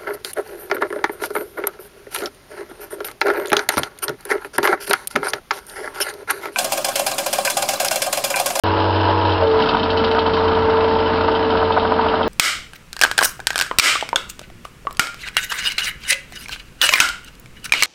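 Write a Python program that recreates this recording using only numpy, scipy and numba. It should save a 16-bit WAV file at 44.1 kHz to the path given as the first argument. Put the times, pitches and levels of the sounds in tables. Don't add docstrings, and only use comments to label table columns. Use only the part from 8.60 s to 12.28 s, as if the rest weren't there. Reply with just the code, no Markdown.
import sys
import numpy as np
from scipy import signal
from scipy.io import wavfile
from scipy.ndimage import uniform_filter1d
from numba import njit

SR = 44100
rng = np.random.default_rng(int(sys.argv[2]) if len(sys.argv) > 2 else 0)


def dump(signal):
    limited = np.clip(np.atleast_2d(signal).T, -1, 1)
    pcm = np.round(limited * 32767).astype(np.int16)
    wavfile.write(sys.argv[1], SR, pcm)


def gain_from_db(level_db):
    decades = np.asarray(level_db, float) / 20
    return 10 ** decades


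N = 162288
LOAD_S, LOAD_RISE_S = 0.813, 0.2


def level(x, db):
    return x * gain_from_db(db) / np.sqrt(np.mean(x ** 2))


@njit
def svf(x, hz, width):
    y, band, low = np.empty(len(x)), 0., 0.
    g, k = np.tan(np.pi * hz / SR), width / hz
    for i in range(len(x)):
        v = (band + g * (x[i] - low)) / (1 + g * (g + k))
        band, low, y[i] = 2 * v - band, low + 2 * g * v, k * v
    return y


def resonance(x, hz, width):
    return svf(svf(x, float(hz), float(width)), float(hz), float(width))


def walk(rate):
    hold = int(SR / rate)
    steps = np.repeat(rng.standard_normal(N // hold + 1), hold)
    return 1.25 * uniform_filter1d(uniform_filter1d(steps, hold), hold)[:N]


# t/s, crankshaft f/Hz, exhaust boom level/dB, pump whine level/dB,
# plate shaking level/dB
DRIVE = [(0, 47.8, -22.5, -29, 0), (.35, 47.7, -20, -27.5, 0), (.62, 47.7, -21, -29, 0),
         (.71, 47.15, -18.5, -25, 0), (.78, 46.56, -23, -29.5, 0), (.82, 45.43, -19, -17.5, 1),
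         (.89, 44.32, -28.5, -15, 5), (.97, 44.16, -26.5, -14.5, 2), (1.079, 44.32, -41.5, -23, 5),
         (1.239, 44.83, -31.5, -25.5, 0.5), (1.39, 44.79, -30.5, -18.5, 1), (1.58, 44.77, -31, -18, 2.5),
         (1.799, 44.6, -28, -20, 1.5), (2.1, 44.63, -29.5, -16.5, 3.5), (2.501, 44.7, -30.5, -19, 0),
         (2.949, 44.69, -31, -19.5, -3.5), (3.25, 44.63, -34, -21.5, -11), (3.68, 44.6, -32, -22, -12)]


def drive(column):
    table = np.array(DRIVE)
    return np.interp(np.arange(N) / SR, table[:, 0], table[:, column])


# shaft order, level/dB at idle, level/dB under load
SHAFT_TONES = [(4.023, -39.5, -41), (6.765, -27.5, -34.5), (8.07, -37, -59), (9.01, -28.5, -39.5),
               (11.97, -32.5, -64), (13.71, -39, -39), (13.92, -42, -35.5), (18.03, -27.5, -36),
               (21.97, -35.5, -37), (27.14, -37, -44.5)]
# harmonic, level/dB re fundamental at idle, level/dB under load
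PUMP_OVERTONES = [(2, 2.5, -8.5), (3, -13.5, -18)]


def tones(turns, load):
    def tone(order, db, wobble):
        loudness = np.sqrt(2) * gain_from_db(db + wobble * walk(8.94))
        return loudness * np.sin(2 * np.pi * order * turns + 0.15 * wobble * walk(11))

    boom = tone(2, drive(2), 0.62 + 0.71 * load)
    whine_db = drive(3)
    out = boom + tone(10, whine_db, 1.0)
    settle = np.exp(-np.maximum(np.arange(N) / SR - LOAD_S, 0) / 0.3)
    settle_db = -5.5 * load * settle
    for harmonic, idle_db, load_db in PUMP_OVERTONES:
        db = whine_db + idle_db + (load_db - idle_db) * load + settle_db
        out = out + tone(10 * harmonic, db, 0.9)
    for order, idle_db, load_db in SHAFT_TONES:
        out = out + tone(order, idle_db + (load_db - idle_db) * load + 0.8, 1.1)
    return out


# f/Hz, width/Hz, level/dB
PANELS = [(307, 230, -4.5), (630, 300, -2), (920, 260, -1), (1577, 370, -6.5), (2907, 850, -6),
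          (4080, 640, -15.5), (5025, 760, -14)]


def combustion_knock(turns, load):
    firing = np.floor(2 * turns).astype(int)
    strength = gain_from_db(2.5 * rng.standard_normal(firing[-1] + 1))[firing]
    puff = strength * np.exp(-(2 * turns % 1))
    puff = uniform_filter1d(puff, size=90)
    knock = 0
    for hz, width, db in PANELS:
        ring = level(resonance(puff * rng.standard_normal(N), hz, width), 0)
        knock = knock + gain_from_db(db + 0.95 * walk(14)) * ring
    return level(knock, -25.5) * gain_from_db(5.5 * (0.5 - load))


# f/Hz, level/dB per Hz
ROAR = [(18, -56), (30, -18.5), (87, -5), (148, -13.5), (322, -7.5), (953, -3), (2020, -24), (4910, -22.5),
        (6000, -51), (7800, -85), (13200, -120)]


def fan_and_intake_roar():
    roar, swell = 0, walk(5.4)
    log_hz, curve_db = np.log(np.array(ROAR)[:, 0]), np.array(ROAR)[:, 1]
    for hz in 30 * 2 ** np.arange(0, 7.8, 0.5):
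        db = np.interp(np.log(hz), log_hz, curve_db) + 0.65 * swell + 2.4 * walk(14)
        roar = roar + gain_from_db(db) * resonance(rng.standard_normal(N), hz, hz / 2)
    return level(roar, -23)


def engine_rumble(load):
    return level(resonance(rng.standard_normal(N), 44, 40), -39) * gain_from_db(-4 * (1.5 - load))


# t/s, peak level/dB
TICKS = [
    (0.0368, -21),
    (1.5193, -31),
    (3.1784, -39),
    (3.617, -41),
    (3.679, -30),
]


def brief_ticks():
    ticks = np.zeros(N)
    when, peak_db = np.array(TICKS).T
    ticks[(when * SR).astype(int).clip(0, N - 1)] = gain_from_db(peak_db)
    return ticks


# f/Hz, width/Hz, level/dB, t60/s
HISS = [
    (3870, 2300, -7.5, .11),
    (3500, 2200, -14.5, 0.091),
    (1090, 670, -10.5, .03),
    (242, 260, -7.5, 0.11),
]
EARLY_HISS, LATE_HISS, DULL_HISS, LOW_HISS = HISS


def blows(events, modes, rise_s, hiss, size):
    out, t = np.zeros(N + size), np.arange(size) / SR
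    hz, db, t60 = np.array(modes).T[:, :, None]
    hiss_hz, width_hz, hiss_db, hiss_t60 = hiss

    def fade(t60_s):
        return np.exp(-np.log(1000) * np.maximum(t - rise_s, 0) / t60_s)

    for s, peak_db in events:
        mix, detune, phase = rng.standard_normal(size=(3, len(modes), 1))
        cycles = hz * (1 + 0.01 * detune) * (t - rise_s) + 0.21 + 0.14 * phase
        ring = (gain_from_db(db + 1.8 * mix) * np.sin(2 * np.pi * cycles) * fade(t60)).sum(axis=0)
        spray = level(resonance(rng.standard_normal(size), hiss_hz, width_hz), hiss_db)
        hit = ring / np.sqrt(np.sum(gain_from_db(2 * db))) + spray * fade(hiss_t60)
        hit = hit * np.minimum(t / rise_s, 1) ** 0.9
        start = int(s * SR)
        out[start:start + size] += gain_from_db(peak_db) * hit / np.abs(hit).max()
    return out[:N]


# f/Hz, level/dB, t60/s
FRAME = [(2634, -8.5, 0.12), (2920, -5.5, 0.085), (3090, -1, 0.076), (3155, -1, 0.048), (3710, -7, 0.08),
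         (4110, -15, 0.074), (4700, -13.5, 0.076), (5090, -15.5, 0.05), (1380, -15, 0.071)]


def frame_blows(events, hiss):
    return gain_from_db(3.5) * blows(events, FRAME, 0.001496, hiss, size=4096)


# t/s, peak level/dB
FURTHER_CLANGS = [(0.082, -30), (0.168, -26), (0.2, -24.5), (0.36, -20.5), (0.611, -22), (0.65, -21.5), (0.719, -20),
                  (0.8685, -21), (1.058, -19), (1.195, -19.5), (1.392, -18.5), (1.767, -24)]


def further_clangs():
    return frame_blows(FURTHER_CLANGS, EARLY_HISS)


# t/s, peak level/dB
VALVE = [(0.808, -9)]
# f/Hz, level/dB, t60/s
VALVE_MODES = [(624, 2, 0.098), (562, -7.5, 0.22)]


def valve_grunt():
    return gain_from_db(2.5) * blows(VALVE, VALVE_MODES, 0.019, DULL_HISS, size=8192)


# f/Hz, level/dB, t60/s
PLATE = [(642, -2, 0.026), (753, -2.5, 0.031), (911.9, -2.5, 0.028), (976, 0, 0.024), (1258, -5.5, 0.031),
         (1480, -5, 0.02)]
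# t/s, peak level/dB
PLATE_THUDS = [(0.821, -12.5), (0.942, -8), (1.091, -4), (1.129, -5.5), (1.237, -6), (1.297, -11),
               (1.374, -14), (1.511, -13.5), (1.555, -7.5), (1.583, 0), (1.66, -7), (1.742, -12),
               (2.083, -8.5), (2.244, -10.5), (2.361, -8), (2.464, -14.5), (2.644, -10), (2.683, -4.5),
               (2.923, -11.5), (2.952, -9), (3.027, -4.5), (3.104, -6), (3.165, -7.5), (3.174, -2.5),
               (3.25, -5), (3.319, -5), (3.391, -5.5), (3.464, -9), (3.538, -5), (3.611, -5.5)]
# t/s, peak level/dB
KNOCKS = [(0.998, -6.5), (1.058, -8.5), (1.147, -4), (1.167, -5), (1.258, -10.5), (1.331, -11),
          (1.342, -10.5), (1.399, -11.5), (1.439, -8.5), (1.567, -6), (1.678, -8.5), (1.7, -13),
          (1.774, -13.5), (1.815, -16), (1.918, -12.5), (1.972, -11), (2.263, -13.5), (2.282, -13),
          (2.493, -10), (2.536, -16.5), (2.584, -9), (2.607, -7.5), (2.718, -11.5), (2.74, -8),
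          (2.761, -9.5), (2.808, -12), (2.835, -10), (2.878, -15), (2.902, -12.5), (2.989, -12),
          (3.014, -6.5), (3.218, -15), (3.29, -16.5)]


def plate_thuds():
    early_s, rise_s = 0.0045, 0.008
    growing = [(s - early_s, db + 2.5 * (s - N / SR)) for s, db in PLATE_THUDS]
    light = [(s - early_s, db) for s, db in KNOCKS]
    heavy_thuds = blows(growing, PLATE, rise_s, DULL_HISS, size=4096)
    light_knocks = blows(light, PLATE, rise_s, DULL_HISS, size=4096)
    return gain_from_db(2.5) * (heavy_thuds + gain_from_db(-4.5) * light_knocks)


# t/s, peak level/dB
EARLY_CLANGS = [(0.9123, -25), (0.9436, -36), (0.989, -23.5), (1.0215, -15), (1.0873, -13), (1.1357, -19),
                (1.1682, -19), (1.23, -15.5), (1.3017, -14), (1.372, -14.5), (1.4435, -14.5), (1.5129, -16),
                (1.5617, -23.5), (1.5893, -16), (1.6624, -17), (1.7341, -18.5), (1.8091, -34),
                (1.8456, -30), (1.88, -21), (1.9174, -25), (1.9482, -22.5), (1.9886, -25.5), (2.0207, -27),
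                (2.0514, -26.5)]
# t/s, peak level/dB
LATE_CLANGS = [(2.1692, -23.5), (2.2066, -24.5), (2.244, -24.5), (2.2818, -26), (2.316, -27),
               (2.352, -25.5), (2.3862, -25.5), (2.4583, -21.5), (2.5307, -32), (2.6096, -23.5),
               (2.6456, -25.5), (2.678, -21.5), (2.7176, -27), (2.7503, -19.5), (2.8272, -23),
               (2.903, -20.5), (2.9702, -24.5), (2.9992, -25.5), (3.05, -24), (3.121, -18.5),
               (3.1966, -19.5), (3.2313, -30), (3.2695, -26.5), (3.338, -23), (3.4117, -22.5), (3.484, -18),
               (3.5545, -22), (3.629, -19.5)]


def frame_clangs():
    return frame_blows(EARLY_CLANGS, EARLY_HISS) + frame_blows(LATE_CLANGS, LATE_HISS)


def weight_rattle():
    t = np.arange(N) / SR
    weight_hz, rattle_decay_s = 27.37, 0.012
    engaged = np.clip((t - 0.92) / 0.055, 0, 1)
    turns = weight_hz * (t - LATE_CLANGS[0][0]) + 100
    strength = gain_from_db(3.2 * rng.standard_normal(size=300))[turns.astype(int)]
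    gate = strength * np.exp(-(turns % 1) / weight_hz / rattle_decay_s)
    burst = gate * rng.standard_normal(N)
    rattle = svf(burst, 810., 500.)
    rattle = (rattle + gain_from_db(5.5) * svf(burst, 685., 90.) + gain_from_db(-17.0) * svf(burst, 2300., 1200.)
              + gain_from_db(8.0) * svf(burst, 1410., 210.))
    shudder = svf(svf(rng.standard_normal(N), 240., 140.), 250., 160.)
    ground = resonance(gate, 55, 30)
    steady = gain_from_db(drive(4)) * level(rattle, -32) + level(shudder, -30) + level(ground, -50.5)
    return engaged * steady


# t/s, peak level/dB
BUMPS = [(1.005, -12.5), (1.056, -15.5), (1.129, -12.5), (1.206, -14), (1.406, -12), (1.728, -21),
         (2.009, -16), (2.071, -20), (2.356, -19), (2.531, -17), (2.878, -19.5), (3.112, -19.5),
         (3.306, -27), (3.595, -24)]
# f/Hz, level/dB, t60/s
ROCKING = [(138, 0, .14), (196, -3.5, 0.11), (231.7, 4.5, 0.22), (292, -4, 0.14)]


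def rocking_bumps():
    rise_s = 0.018
    events = [(s - rise_s / 2, db) for s, db in BUMPS]
    return gain_from_db(-2) * blows(events, ROCKING, rise_s, LOW_HISS, size=8192)


def scene():
    t = np.arange(N) / SR
    turns = np.cumsum(drive(1)) / SR
    load = np.clip((t - LOAD_S) / LOAD_RISE_S + 0.5, 0, 1)
    engine = combustion_knock(turns, load) + fan_and_intake_roar() + engine_rumble(load)
    compactor = further_clangs() + plate_thuds() + frame_clangs() + weight_rattle() + rocking_bumps()
    near = engine + valve_grunt() + compactor
    echo_t = t[:N // 20]
    echoes = rng.standard_normal(N // 20) * np.exp(-np.log(1000) * echo_t / 0.12)
    yard = signal.fftconvolve(near, echoes / np.sqrt(np.sum(echoes ** 2)))[:N]
    return (near + gain_from_db(-12) * yard + tones(turns, load))[None]


def roll_off(x):
    return signal.sosfilt(signal.butter(12, 15800, fs=SR, output="sos"), x)


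def record(dry):
    rounded = np.tanh(1.075 * dry) / 1.1
    x = signal.sosfilt(signal.butter(N=12, Wn=5110, fs=SR, output="sos"), rounded)
    x = signal.sosfilt(signal.ellip(10, .5, 70, 6140, fs=SR, output="sos"), x)
    x = x - 0.003
    is_open = np.arange(N) / SR > 0.0365
    return roll_off((x + brief_ticks()) * is_open)


dry = scene()
out = record(dry)
dump(out)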